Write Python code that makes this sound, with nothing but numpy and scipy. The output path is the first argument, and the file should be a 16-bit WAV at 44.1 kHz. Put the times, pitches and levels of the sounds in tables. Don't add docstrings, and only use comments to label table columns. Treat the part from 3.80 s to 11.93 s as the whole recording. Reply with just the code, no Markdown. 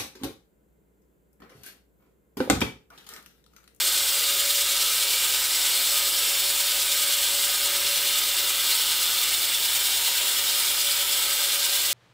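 import sys
import numpy as np
from scipy import signal
from scipy.fft import rfft, irfft, next_fast_len
from scipy.io import wavfile
from scipy.ndimage import uniform_filter1d

SR = 44100
rng = np.random.default_rng(int(sys.argv[2]) if len(sys.argv) > 2 else 0)


def voltage_ratio(level):
    return 10 ** (np.asarray(level, float) / 20)


def log_audio(samples):
    frames = np.atleast_2d(samples).T
    limited = np.clip(frames, -1, 1)
    pcm = np.round(limited * 32767).astype(np.int16)
    wavfile.write(sys.argv[1], SR, pcm)


N = 358533

TURN_HZ = 9.518
SEGMENTS = 60
# t/s, slip off the even pass rate f/Hz, level/dB
SEGMENT_WHINE = [(0, -.1, -59), (.65, -.1, -47.5), (1.3, -.3, -56.5), (1.7, -.3, -65), (2.2, .2, -48),
                 (3.0, -.2, -50), (3.6, -.2, -46), (4.1, .4, -46.5), (4.7, .9, -54), (5.2, -.8, -62),
                 (5.85, -.8, -70), (6.9, -.3, -53), (7.8, -.3, -51), (8.13, -1, -57)]


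def rms_one(x):
    return x / np.sqrt(np.mean(x ** 2) + 1e-20)


def in_time(rows):
    s, *columns = np.transpose(rows)
    return [np.interp(np.arange(N) / SR, s, c) for c in columns]


def at_hz(points, hz):
    points = np.array(points)
    return np.interp(np.log(hz), np.log(points[:, 0]), points[:, 1])


def drift(size, span):
    step = max(span / 8, 1)
    coarse = rng.standard_normal(size // 4 + 64)[:int(size / step) + 16]
    for _ in range(2):
        coarse = uniform_filter1d(coarse, size=8)
    return np.interp(np.arange(size) / step, np.arange(len(coarse)), rms_one(coarse))


def grinding():
    # t/s, level/dB
    openness = [
        (0, 1.2),
        (.7, .5),
        (1.5, 0.8),
        (2.1, 1.0),
        (3.3, 1),
        (4.1, -1.3),
        (5.5, -1),
        (6.9, -0.3),
        (8.13, 0),
    ]
    # f/Hz, share
    openness_share = [(1200, -0.3), (4000, -0.06), (8000, 0.7), (10000, -0.1), (12100, 1), (13500, 0)]
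    # f/Hz, share
    repeat_share = [(150, .1), (320, .35), (450, .68), (580, .6), (800, .46), (1250, .21), (1800, .18),
                    (2600, .07), (5000, .05), (8000, .01)]
    # f/Hz, share
    load_share = [(500, 0.11), (1500, 0.1), (3500, 0.63), (7500, 0.96), (13000, 0.56)]

    size = next_fast_len(N + SR // 2)
    hz = np.maximum(np.arange(size // 2 + 1) * SR / size, 1e-3)
    clumps_db = 0.56 * drift(size, span=40.0)
    grit = rms_one(rng.standard_normal(size) * voltage_ratio(clumps_db))

    back = np.clip(at_hz(repeat_share, hz), 0, .95)
    memory = np.sqrt(1 - back ** 2) / (1 - back * np.exp(-2j * np.pi * hz / TURN_HZ))
    contact = irfft(rfft(grit) * memory, size)
    sound = rfft(shifting_modes(contact)) * saw_colour(hz)

    load_db = rim_load_db() + 0.32 * drift(N, span=1300.0)
    open_db, = in_time(openness)
    strike_db = uniform_filter1d(in_time(SEGMENT_WHINE)[1], SR) + 54

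    centres = np.sort(np.append(np.geomspace(200, 15700, 13), [12100, 13500]))
    out = np.zeros(N)
    for centre in centres:
        share = np.interp(np.log(hz), np.log(centres), centres == centre)
        band = irfft(sound * share, size)[:N]
        block_hum = 0.1 * np.exp(-(np.log(centre / 450) / 0.42) ** 2)
        slow_db = at_hz(openness_share, centre) * open_db + block_hum * strike_db
        out += band * voltage_ratio(slow_db + at_hz(load_share, centre) * load_db)
    return voltage_ratio(0.56) * out


def rim_load_db():
    # place as share of a turn, width as share of a turn, height over the low rim level/dB
    high_spots = [
        (.23, 0.081, 1.34),
        (.49, 0.058, 1.5),
        (.73, 0.092, 4.0),
    ]
    # t/s, level/dB, length/s
    surges = [(.77, 1, .03), (0.838, -0.5, .03), (1.02, 0.5, .04), (1.13, 0, 0.013), (1.65, -2, .04),
              (1.92, 1, 0.11), (2.18, 1.5, 0.043), (3.227, 1.2, 0.067), (3.648, 1, .04), (3.76, -.9, .04),
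              (4.38, 0.3, .04), (4.804, -1, .04), (4.92, 2, 0.055), (5.748, -0.5, .04), (5.85, 0, .04),
              (6.07, 1.0, 0.037), (6.17, -1.5, .04), (7.17, -0.2, .08), (7.54, -1, .05), (7.75, -0.3, .05)]
    low_rim_db = -2.06
    bite_spread, feed_spread_db = 0.23, 0.27

    t = np.arange(N) / SR
    profile = np.full(N, low_rim_db)
    for place, width, db in high_spots:
        away = (t * TURN_HZ - place + .5) % 1 - .5
        profile += db * np.exp(-.5 * (away / width) ** 2)

    turns = np.arange(int(N / SR * TURN_HZ) + 2)
    chances = rng.standard_normal((len(turns), 2)).T
    bite, feed = (np.interp(t * TURN_HZ, turns, c) for c in chances)
    surge_db = sum(db * np.exp(-.5 * ((t - s) / length) ** 2) for s, db, length in surges)
    return profile * (1 + bite_spread * bite) + feed_spread_db * feed + surge_db


def saw_colour(hz):
    # f/Hz, level/dB per Hz
    broad_colour = [(5, -104), (30, -102), (55, -91), (100, -88.5), (140, -114), (230, -100), (330, -88),
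                    (365, -75.5), (420, -82), (480, -74.5), (550, -77.5),
                    (610, -79.2), (800, -77.0), (1080, -79.2), (1300, -68.4), (1450, -75.9), (1750, -73.3),
                    (2050, -72.8), (2300, -73.6), (2580, -69.1),
                    (2620, -72.8), (2900, -68.9), (3500, -63.9), (3950, -62.5), (4550, -66.1), (5200, -64.9),
                   (5900, -69.0), (6200, -67.9), (6640, -74.8),
                    (6660, -71.6), (7300, -69.5), (7900, -69.8), (8500, -71.1), (9350, -74.3),
                     (10200, -68.8), (10950, -67.4),
                    (11050, -67.8), (12000, -70.8), (12600, -73.1), (13500, -69.1), (14330, -72.6),
                      (14800, -72.1), (15740, -76.0)]
    # f/Hz, width/Hz, rms level/dB
    ringing_modes = [(767, 31, -59.6), (939, 73, -50.0), (1140, 12, -60.9), (1242, 25, -49.4),
                     (1308, 12, -53.8), (1417, 12, -59.6), (1504, 41, -49.0), (1593, 40, -48.7),
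                     (1707, 12, -58.4), (1818, 17, -56.7), (1874, 19, -57.4), (1987, 15, -53.1),
                     (2120, 89, -45.5), (2268, 47, -45.8), (2390, 81, -44.1), (2507, 12, -62.0),
                     (2655, 15, -50.6), (2720, 12, -50.6), (2801, 119, -39.5), (2925, 12, -48.1),
                  (2971, 47, -42.0), (3099, 78, -40.2), (3217, 22, -46.0), (3322, 46, -43.1),
                  (3422, 24, -43.6), (3464, 27, -43.9), (3530, 72, -39.5), (3650, 70, -40.4),
                  (3729, 12, -48.7), (3839, 46, -45.6), (4243, 159, -36.9), (4715, 18, -51.5),
                  (4826, 159, -39.6), (5096, 23, -47.5), (5247, 12, -52.7), (5366, 12, -51.0),
                  (5541, 69, -41.9), (6014, 58, -46.0), (6319, 15, -52.0), (6389, 12, -54.1),
                  (6490, 24, -48.4), (6588, 62, -47.4),
                     (6761, 32, -49.9), (6915, 159, -41.9), (7069, 22, -50.9), (7192, 25, -47.9),
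                    (7301, 98, -42.5), (7460, 17, -44.7), (7531, 48, -44.2), (7745, 68, -40.5),
                    (7899, 85, -41.2), (8038, 12, -48.8), (8123, 99, -40.6), (8318, 81, -42.5),
                    (8490, 60, -44.0), (8655, 90, -41.5), (8769, 26, -49.1), (8889, 159, -42.8),
                    (9018, 96, -43.8), (9168, 30, -46.6), (9242, 26, -48.6), (9478, 129, -44.6),
                    (9758, 159, -43.0), (9947, 52, -48.8), (10055, 31, -52.1), (10417, 17, -54.0),
                    (10526, 12, -59.4), (10745, 76, -47.9),
                     (11177, 48, -48.5), (11315, 32, -51.7), (11552, 76, -48.4), (11771, 97, -48.1),
                     (12031, 38, -54.2), (12224, 20, -52.7), (12281, 63, -50.5), (12647, 60, -47.3),
                     (12872, 44, -50.7), (13016, 29, -46.7), (13083, 37, -49.4), (13171, 14, -55.3),
                     (13373, 19, -53.1), (13438, 159, -45.6), (13666, 12, -50.7), (13781, 39, -43.8),
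                     (13956, 29, -46.2), (14197, 122, -41.2), (14411, 14, -51.3), (14601, 148, -40.8),
                     (14709, 16, -51.3), (14893, 113, -42.5), (15021, 21, -50.0), (15164, 159, -43.5),
                     (15410, 34, -48.3), (15496, 159, -42.3)]
    # f/Hz, width/Hz, depth/dB
    notches = [(660, 90, 2), (1070, 50, 2), (1170, 40, 2.5), (2580, 120, 1.5), (3930, 80, 1.5),
               (5900, 40, 1.5), (12750, 40, 2), (14330, 60, 3)]

    broad = broad_colour
    power = voltage_ratio(at_hz(broad, hz)) ** 2
    for centre, width, level_db in ringing_modes:
        peak = voltage_ratio(level_db) ** 2 / (np.pi * width / 2)
        power = power + peak / (1 + (2 * (hz - centre) / width) ** 2)
    dips_db = sum(depth / (1 + (2 * (hz - centre) / width) ** 2) for centre, width, depth in notches)
    thicket_db = .4 * drift(len(hz), span=16.0 / (hz[2] - hz[1]))
    return np.sqrt(power * SR / 2) * voltage_ratio(thicket_db - dips_db)


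def shifting_modes(x):
    window = dict(nperseg=2048, noverlap=1536)
    frames = signal.stft(x, **window)[2]
    single_db = 2.1 * patches(frames.shape, hz_steps=1.0, time_steps=22.0)
    groups_db = .6 * patches(frames.shape, hz_steps=6.0, time_steps=40.0)
    bursts_db = .6 * patches(frames.shape, hz_steps=40.0, time_steps=2.0)
    gain = voltage_ratio(single_db + groups_db + bursts_db)
    gain = gain / np.sqrt(np.mean(gain ** 2, axis=1, keepdims=True))
    return signal.istft(frames * gain, **window)[1][:len(x)]


def patches(shape, hz_steps, time_steps):
    field = rng.standard_normal(shape)
    for _ in range(2):
        field = uniform_filter1d(field, max(round(hz_steps), 1), axis=0)
        field = uniform_filter1d(field, max(round(time_steps), 1), axis=1)
    return rms_one(field)


def whine():
    slip_hz, level_db = in_time(SEGMENT_WHINE)
    start_turns = .01
    angle = 2 * np.pi * (np.cumsum(SEGMENTS * TURN_HZ + slip_hz) / SR + start_turns)
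    tone = voltage_ratio(level_db + 0.6 + 1.6 * drift(N, span=4000.0)) * np.sin(angle)
    octave_level = voltage_ratio(-63 + 2.0 * drift(N, span=6000.0))
    tone += octave_level * np.sin(2 * angle + .8 * drift(N, span=5000.0))
    lower_angle = angle * (SEGMENTS - 8) / SEGMENTS
    tone += voltage_ratio(-39.5 + level_db / 2) * np.sin(lower_angle + .6 * drift(N, span=6100.0))
    return np.sqrt(2) * tone


def knocks():
    # t/s, f/Hz, time to fall 60 dB t/s, peak level/dB
    rings = [
        (6.405, 700, .1, -34),
        (6.4, 610, .12, -38),
        (6.41, 960, .09, -39),
    ]
    out = np.zeros(N)
    for s, hz, t60, peak_db in rings:
        age = np.maximum(np.arange(N) / SR - s, 0)
        loudness = voltage_ratio(peak_db - 60 * age / t60) * np.tanh(age / 0.0066)
        out += loudness * np.sin(2 * np.pi * hz * age * (1 - 2.6 * age))
    return out


def engine():
    # multiple of the crank rate, rms level/dB
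    orders = [(2, -59.5), (4, -78), (5, -84), (6, -77), (7, -85), (8, -76), (9, -66), (10, -69.5),
              (11, -80), (12, -59.5), (15, -70), (18, -55.5), (20, -71)]
    crank_hz = 31.335
    angle = 2 * np.pi * crank_hz * np.arange(N) / SR + 0.021 * drift(N, span=11600.0)
    out = np.zeros(N)
    for order, level_db in orders:
        level = voltage_ratio(level_db + 1.0 * drift(N, span=4500.0))
        out += level * np.sin(order * angle + rng.uniform(0, 2 * np.pi))
    return np.sqrt(2) * out


def scene():
    mono = grinding() + whine() + engine() + knocks()
    return np.stack([mono, mono])


def side_flecks(mono):
    # middle t/s, lowest f/Hz, width/Hz
    flecks = [(.335, 9650, 1370), (.337, 4220, 940), (.546, 9650, 1370), (.964, 4220, 940),
              (.964, 6890, 1370), (1.289, 8960, 1370), (1.892, 13790, 1370), (3.053, 11800, 1290),
              (3.286, 4220, 940), (3.286, 6890, 1370), (4.168, 5720, 3920), (4.168, 14470, 1270),
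              (4.354, 6890, 1370), (4.423, 12410, 1260), (4.435, 6940, 2700), (5.631, 4220, 940),
              (5.631, 11720, 1370), (6.303, 11030, 1370), (6.583, 5170, 1110), (6.931, 10380, 2020),
              (7.605, 4220, 940), (7.605, 11030, 1370)]
    level_db, frame = -3, 2048
    side = np.zeros(N)
    hz = np.arange(frame // 2 + 1) * SR / frame
    window = signal.windows.kaiser_bessel_derived(frame, 4 * np.pi)
    for s, low_hz, width_hz in flecks:
        band = (hz > low_hz) * (hz < low_hz + width_hz)
        start = round(s * SR) - frame // 2
        here = slice(start, start + frame)
        band_level = np.std(irfft(rfft(mono[here]) * band))
        noise = rms_one(irfft(rfft(rng.standard_normal(frame)) * band))
        side[here] += voltage_ratio(level_db) * band_level * noise * window
    return side


def roll_off(x):
    return signal.sosfilt(signal.butter(12, 16620, fs=SR, output="sos"), x)


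def record(dry):
    size = next_fast_len(N)
    kept = np.arange(size // 2 + 1) * SR / size < 15740
    cut = irfft(rfft(dry, size) * kept, size)[:, :N]
    mix = cut + side_flecks(cut[0]) * [[1], [-1]]
    return roll_off(mix)


dry = scene()
out = record(dry)
log_audio(out)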